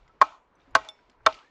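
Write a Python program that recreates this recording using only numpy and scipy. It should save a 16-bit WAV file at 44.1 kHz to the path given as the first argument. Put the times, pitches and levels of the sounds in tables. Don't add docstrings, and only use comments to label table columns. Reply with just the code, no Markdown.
import sys
import numpy as np
from scipy import signal
from scipy.fft import rfft, irfft
from scipy.io import wavfile
from scipy.ndimage import uniform_filter1d

SR = 44100
rng = np.random.default_rng(int(sys.argv[2]) if len(sys.argv) > 2 else 0)


def dump(signal):
    limited = np.clip(np.atleast_2d(signal).T, -1, 1)
    pcm = np.round(limited * 32767).astype(np.int16)
    wavfile.write(sys.argv[1], SR, pcm)


def gain_from_db(level_db):
    decades = np.asarray(level_db, float) / 20
    return 10 ** decades


N = 66150


def read(points, hz):
    f, value = np.transpose(points)
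    return np.interp(np.log(hz + 1), np.log(f + 1), value)


def evened(x):
    return x / np.sqrt(np.mean(x ** 2) + 1e-20)


def add(mix, start_s, sound):
    part = mix[round(start_s * SR):][:len(sound)]
    part += sound[:len(part)]


def ring(hz, db, t60_s, turn=0, rise_s=0.0002):
    t = np.arange(SR // 2) / SR
    decay = gain_from_db(db - 60 * t / max(t60_s, .003))
    onset = 1 - np.exp(-(t / rise_s) ** 2)
    return decay * np.sin(2 * np.pi * (hz * t + turn)) * onset


def filtered(x, order, edge_hz, kind):
    return signal.sosfilt(signal.butter(order, edge_hz, kind, fs=SR, output='sos'), x)


def noise(colour, patchy_db, t60=None):
    hz = np.fft.rfftfreq(256, 1 / SR)
    patches = rng.standard_normal((N // 64 + 9, 129))
    patches = uniform_filter1d(patches, size=24, axis=0)
    patches = evened(uniform_filter1d(patches, size=3, axis=1)).T
    _, t, z = signal.stft(rng.standard_normal(N), SR, nperseg=256, noverlap=192)
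    fall_db = 0 if t60 is None else -60 * t / read(t60, hz)[:, None]
    z = z * gain_from_db(patchy_db * patches[:, :len(t)] + fall_db)
    x = signal.istft(z, SR, nperseg=256, noverlap=192)[1][:N]
    gain = gain_from_db(read(colour, np.fft.rfftfreq(2 * N, 1 / SR)))
    return evened(irfft(rfft(x, 2 * N) * gain)[:N])


# frequency in Hz, density in dB per Hz.
HUSH_COLOUR = [(20, -15), (346, -8), (605, -10), (973, -8), (1290, -11), (3150, -29), (6000, -39),
               (9000, -53), (16000, -57)]
# time in seconds, level in dB.
GUSTS = [(0, -66.5), (.3, -68.5), (.35, -82), (.42, -77), (.6, -74), (.68, -67.5), (.72, -58), (.82, -63.5),
         (.87, -76), (1.1, -72.5), (1.15, -70.5), (1.22, -58), (1.35, -63), (1.4, -85.5), (1.5, -74)]
# time in seconds, level in dB, crispness in dB.
STIR = [(0, -76.5, 0), (0.098, -75.5, -6), (.18, -72.5, -10.5), (0.5, -87, -14), (.6, -68, -11),
        (.64, -72.5, -4), (.74, -65.5, -15), (0.849, -65, 2.5), (.93, -72.5, -3), (1.05, -80, 2),
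        (1.121, -73.5, -5), (1.2, -74.5, -18), (1.33, -56.5, -3), (1.42, -77, 8.5), (1.5, -82, 6)]
# frequency in Hz, density in dB per Hz.
RUSTLE_COLOUR = [(200, -9), (400, -2.5), (700, -5.5), (1300, -8.5), (2400, -15), (4000, -41.5),
                 (9000, -79.5)]
# frequency in Hz, density in dB per Hz.
CRISP_COLOUR = [(1200, -29.5), (2000, 0), (3500, -5), (5500, -12), (7600, -21), (9500, -44), (14000, -64.5)]


def yard():
    t = np.arange(N) / SR
    hush = gain_from_db(-69) * noise(HUSH_COLOUR, 2.2)

    hum_hz, width_hz = 970, 80
    hum_colour = [(hum_hz + k * width_hz, -13 * abs(k)) for k in range(-7, 8)]
    hum = gain_from_db(-77) * noise(hum_colour, 2.5)

    wind_colour = [(10, -10.5), (40, 0.5), (70, -7.5), (150, -12.5), (250, -56.0), (1500, -100)]
    wind = gain_from_db(np.interp(t, *np.transpose(GUSTS))) * noise(wind_colour, 2.1)

    s, level_db, crisp_db = np.transpose(STIR)
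    dull = noise([(80, -50.5)] + RUSTLE_COLOUR, 1.4)
    crisp = gain_from_db(np.interp(t, s, crisp_db)) * noise(CRISP_COLOUR, 0.54)
    rustle = gain_from_db(np.interp(t, s, level_db)) * (dull + crisp)
    return hush + hum + wind + rustle


# frequency in Hz, level in dB, t60 in seconds.
STEEL = [(2236, -26, .24), (2250, -36, .3), (2800, -16, .03), (3526, -1, .055), (5800, -5, .009),
         (3515, -26, .28), (5383, -27, .26), (5402, -40, .4), (6100, -9, .007)]


def clink():
    out = np.zeros(N)
    add(out, .8879, sum(ring(hz, -32.5 + db, t60_s) for hz, db, t60_s in STEEL))
    return out


# start in seconds, level in dB, low edge in Hz,
# high edge in Hz, t60 in seconds.
SCRAPES = [
    (.8865, -57, 4500, 10500, .055),
    (1.3245, -45, 2000, 5300, .025),
    (.848, -54, 2500, 7500, .02),
    (1.342, -55, 2500, 7200, .03),
    (1.389, -54, 1500, 3800, .03),
    (1.097, -61, 1500, 6500, .03),
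    (.2085, -56, 900, 6000, .1),
    (.7435, -50, 900, 2200, .2),
    (1.254, -54, 600, 3000, .2),
]


def scrapes():
    out, t = np.zeros(N), np.arange(4096) / SR
    for s, db, low_hz, high_hz, t60_s in SCRAPES:
        grit = evened(filtered(rng.standard_normal(4096), 4, [low_hz, high_hz], 'band'))
        add(out, s, gain_from_db(db - 60 * t / t60_s) * np.minimum(t / 0.0017, 1) * grit)
    return out


# start in seconds, peak in dB, frequency in Hz, t60 in seconds.
TICKS = [(.078, -55, 2062, 0.019), (.079, -59.5, 5240, 0.0051), (0.095, -56, 1314, 0.11),
         (0.554, -70, 6045, .03), (.600, -59.5, 3575, 0.011), (0.616, -63.5, 3723, .03),
         (.678, -55, 264, 0.11), (.708, -70, 6920, 0.018), (.815, -49.5, 2350, .04),
         (0.848, -52.5, 3520, 0.019), (0.99, -54.5, 1537, 0.019), (1.098, -56, 3240, 0.011),
         (1.098, -62.5, 1684, 0.023), (1.115, -64, 4120, 0.017), (1.206, -55.5, 1387, 0.028),
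         (1.232, -82.5, 5900, 0.017), (1.2878, -38.5, 3070, 0.014), (1.297, -48, 3420, .015),
         (1.329, -46, 3000, 0.014), (1.325, -38.5, 3600, 0.009), (1.343, -36.5, 2920, 0.0058),
         (1.388, -50, 3010, 0.016), (0.886, -67, 7600, 0.026), (0.892, -69, 9980, 0.0073),
         (1.355, -71, 4910, 0.36), (1.427, -57.5, 1584, 0.054), (1.446, -60, 1720, 0.089),
         (1.472, -63, 1815, 0.13), (.05, -65, 153, 0.33), (.852, -55.5, 640, 0.4), (.868, -50.5, 838, .2),
         (.885, -54.5, 634.6, 0.22), (0.883, -50, 1292, .08), (.842, -49, 728, 0.026)]


def ticks():
    out, spread = np.zeros(N), rng.uniform(-1, 1, (len(TICKS), 14, 2))
    for (s, db, hz, t60_s), grains in zip(TICKS, spread):
        add(out, s, ring(hz, db, t60_s, rise_s=0.000364))
        for late, pitch in grains:
            add(out, s + .004 * (late + .6), ring(hz * 1.7 ** pitch, db - 10, .012, rise_s=.001))
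    return out


# frequency in Hz, t60 in seconds.
WALL_T60 = [(300, 0.43), (1000, 0.099), (3000, 0.32), (5000, 0.25), (8000, 0.54)]


def tail(colour, near_db, far_db):
    t = np.arange(N) / SR
    near = noise(colour, 1.8, WALL_T60) * np.clip((t - .008) / 0.0017, 0, 1)
    far_s, spread_s = 0.11, 0.051
    far = noise(colour, 1.5) * np.exp(-((t - far_s) / spread_s) ** 2)
    return gain_from_db(near_db) * near / np.linalg.norm(near) + gain_from_db(far_db) * far / np.linalg.norm(far)


# frequency in Hz, level in dB.
WALL_COLOUR = [(200, -22.5), (560, -22), (800, 1), (1100, -5), (1320, -2), (1560, -14.5), (2200, -15),
               (4000, -34.5)]
# start in seconds, bite t60 in seconds, near dB, far dB.
THROWS = [
    (.214, 0.032, -37.5, -54),
    (.751, 0.045, -40.5, -57),
    (1.263, 0.029, -36.5, -58),
]


def walls():
    out = np.zeros(N)
    evening = 0.38
    for chop, (s, t60_s, near_db, far_db) in enumerate(THROWS):
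        bite = sum((-1) ** j * ring(mode[0], evening * mode[2 + chop], t60_s)
                   for j, mode in enumerate(STAVE))
        add(out, s, signal.fftconvolve(bite, tail(WALL_COLOUR, near_db, far_db))[:N])
    return out


# start in seconds, level in dB, t60 in seconds, tilt in dB per octave,
# level thrown into the yard in dB.
CRACKS = [
    (0.2138, -19.5, 0.029, -2, -20),
    (0.7496, -17, 0.034, 0.76, -18.5),
    (1.2618, -13.5, 0.02, -1, -18),
]
# frequency in Hz, density in dB per Hz.
CRACK_COLOUR = [(1060, -30.5), (1800, -7.5), (2410, -16.5), (4440, -17.5), (6690, -24.5), (7810, -34),
                (12800, -51), (15900, -61)]
# frequency in Hz, level in dB.
AIR_COLOUR = [(500, -31), (1500, -2.5), (2500, 2.5), (4500, -3), (7000, -14.5), (8400, -35.5),
              (13000, -58.5)]


def cracks():
    out, t, hz = np.zeros(N), np.arange(4096) / SR, np.fft.rfftfreq(4096, 1 / SR)
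    rise_s, hold_s = 0.0036, 0.0031
    for s, db, t60_s, tilt_db, yard_db in CRACKS:
        snaps = rng.standard_normal(4096) * gain_from_db(3.1 * rng.exponential(1, 4096))
        colour_db = read([(600, -33.5)] + CRACK_COLOUR, hz) + tilt_db * np.log2(hz / 3000 + .01)
        spray = evened(irfft(rfft(snaps) * gain_from_db(colour_db)))
        shape = np.minimum(t / rise_s, 1) * gain_from_db(-60 * np.maximum(t - hold_s, 0) / t60_s)
        add(out, s, gain_from_db(db) * shape * spray)
        add(out, s, gain_from_db(yard_db) * tail(AIR_COLOUR, 0, -13))
    return out


# start in seconds, level in dB, frequency in Hz, t60 in seconds.
THUDS = [
    (.216, -44, 110, .09),
    (.756, -40, 105, .1),
    (1.266, -40, 90, .1),
    (.256, -56, 330, .05),
    (.80, -50, 290, .06),
]


def block():
    out = np.zeros(N)
    for s, db, hz, t60_s in THUDS:
        add(out, s, ring(hz, db, t60_s, rise_s=0.0035))
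    return out


# start in seconds, strength in dB, chop index, brightness in dB per octave.
JOLTS = [(0.2085, -40.5, 0, 0.5), (.2140, -5.5, 0, 6), (0.2150, -2.5, 0, -3), (0.2221, -3.5, 0, 0.5),
         (.7508, -28, 1, 10.5), (0.752, 0, 1, 1.5), (0.758, -17, 1, -3.5), (0.7637, -10, 1, -1),
         (1.2633, -28, 2, 3), (1.2632, -4, 2, -1), (1.2676, -2.5, 2, 3), (1.2727, -11.5, 2, -1.5)]
# frequency in Hz, t60 in seconds, level in dB at chops 1, 2 and 3.
STAVE = [(288.7, 0.1, -34, -18, -24), (420.5, 0.045, -30, -18, -16), (523, 0.06, -32, -17.5, -17),
         (640, 0.092, -6, -8, -7.5), (805, 0.13, -23.5, -22, -18.5), (861, 0.064, -9.5, -11.5, -9),
         (1072.4, 0.059, 5.5, 2, 1.5), (1293, 0.06, -6, -10, 3.5), (1515, 0.0251, -2.5, 4.5, -7),
         (1866, 0.038, -22, -20.5, -11), (1891, 0.01, -24, -3.5, -12), (2347, 0.034, -19, -17.5, -15.5),
         (2800, 0.02, -28, -14.5, -17), (3584, 0.014, -19.5, -22.5, -6.5)]
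# time in seconds, drop in dB, stiffness as pitch ratio.
SEATS = [
    (0.2280, -9, 1.0),
    (0.7580, -5, 1.012),
    (1.2750, -8, 1.0),
]


def stave():
    out, t = np.zeros(N), np.arange(SR // 2) / SR
    turns = rng.random((len(SEATS), len(STAVE)))
    for s, strength_db, chop, tilt_db in JOLTS:
        chop = round(chop)
        seat_s, drop_db, stiffness = SEATS[chop]
        seated = np.clip((t + s - seat_s) / .0012, 0, 1)
        for mode, turn in zip(STAVE, turns[chop]):
            hz, t60_s = mode[:2]
            db = strength_db - 8.5 + mode[2 + chop] + tilt_db * np.log2(hz / 1000)
            rise_s = 0.79 / min(hz, 1200)
            damping = gain_from_db(drop_db * min(hz / 950, 1) ** 2 * seated)
            add(out, s, ring(hz * stiffness, db, t60_s, turn, rise_s) * damping)
    return filtered(out, 3, 210, 'high')


def scene():
    background = yard() + clink() + scrapes() + ticks()
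    chops = walls() + cracks() + block() + stave()
    return (background + chops)[None]


def top_cut(x):
    return signal.sosfilt(signal.butter(12, 16060, fs=SR, output="sos"), x)


def record(dry):
    ceiling, knee = .95, 3.
    deep = signal.sosfiltfilt(signal.butter(2, 170, fs=SR, output='sos'), dry)
    level = uniform_filter1d(abs(signal.hilbert(dry)), size=24, axis=1)
    held = (dry - deep) / (0.5 + (level / ceiling) ** knee) ** (1 / knee)
    held = signal.sosfiltfilt(signal.butter(2, 120, 'high', fs=SR, output='sos'), held)
    return top_cut(held + deep)


dry = scene()
out = record(dry)
dump(out)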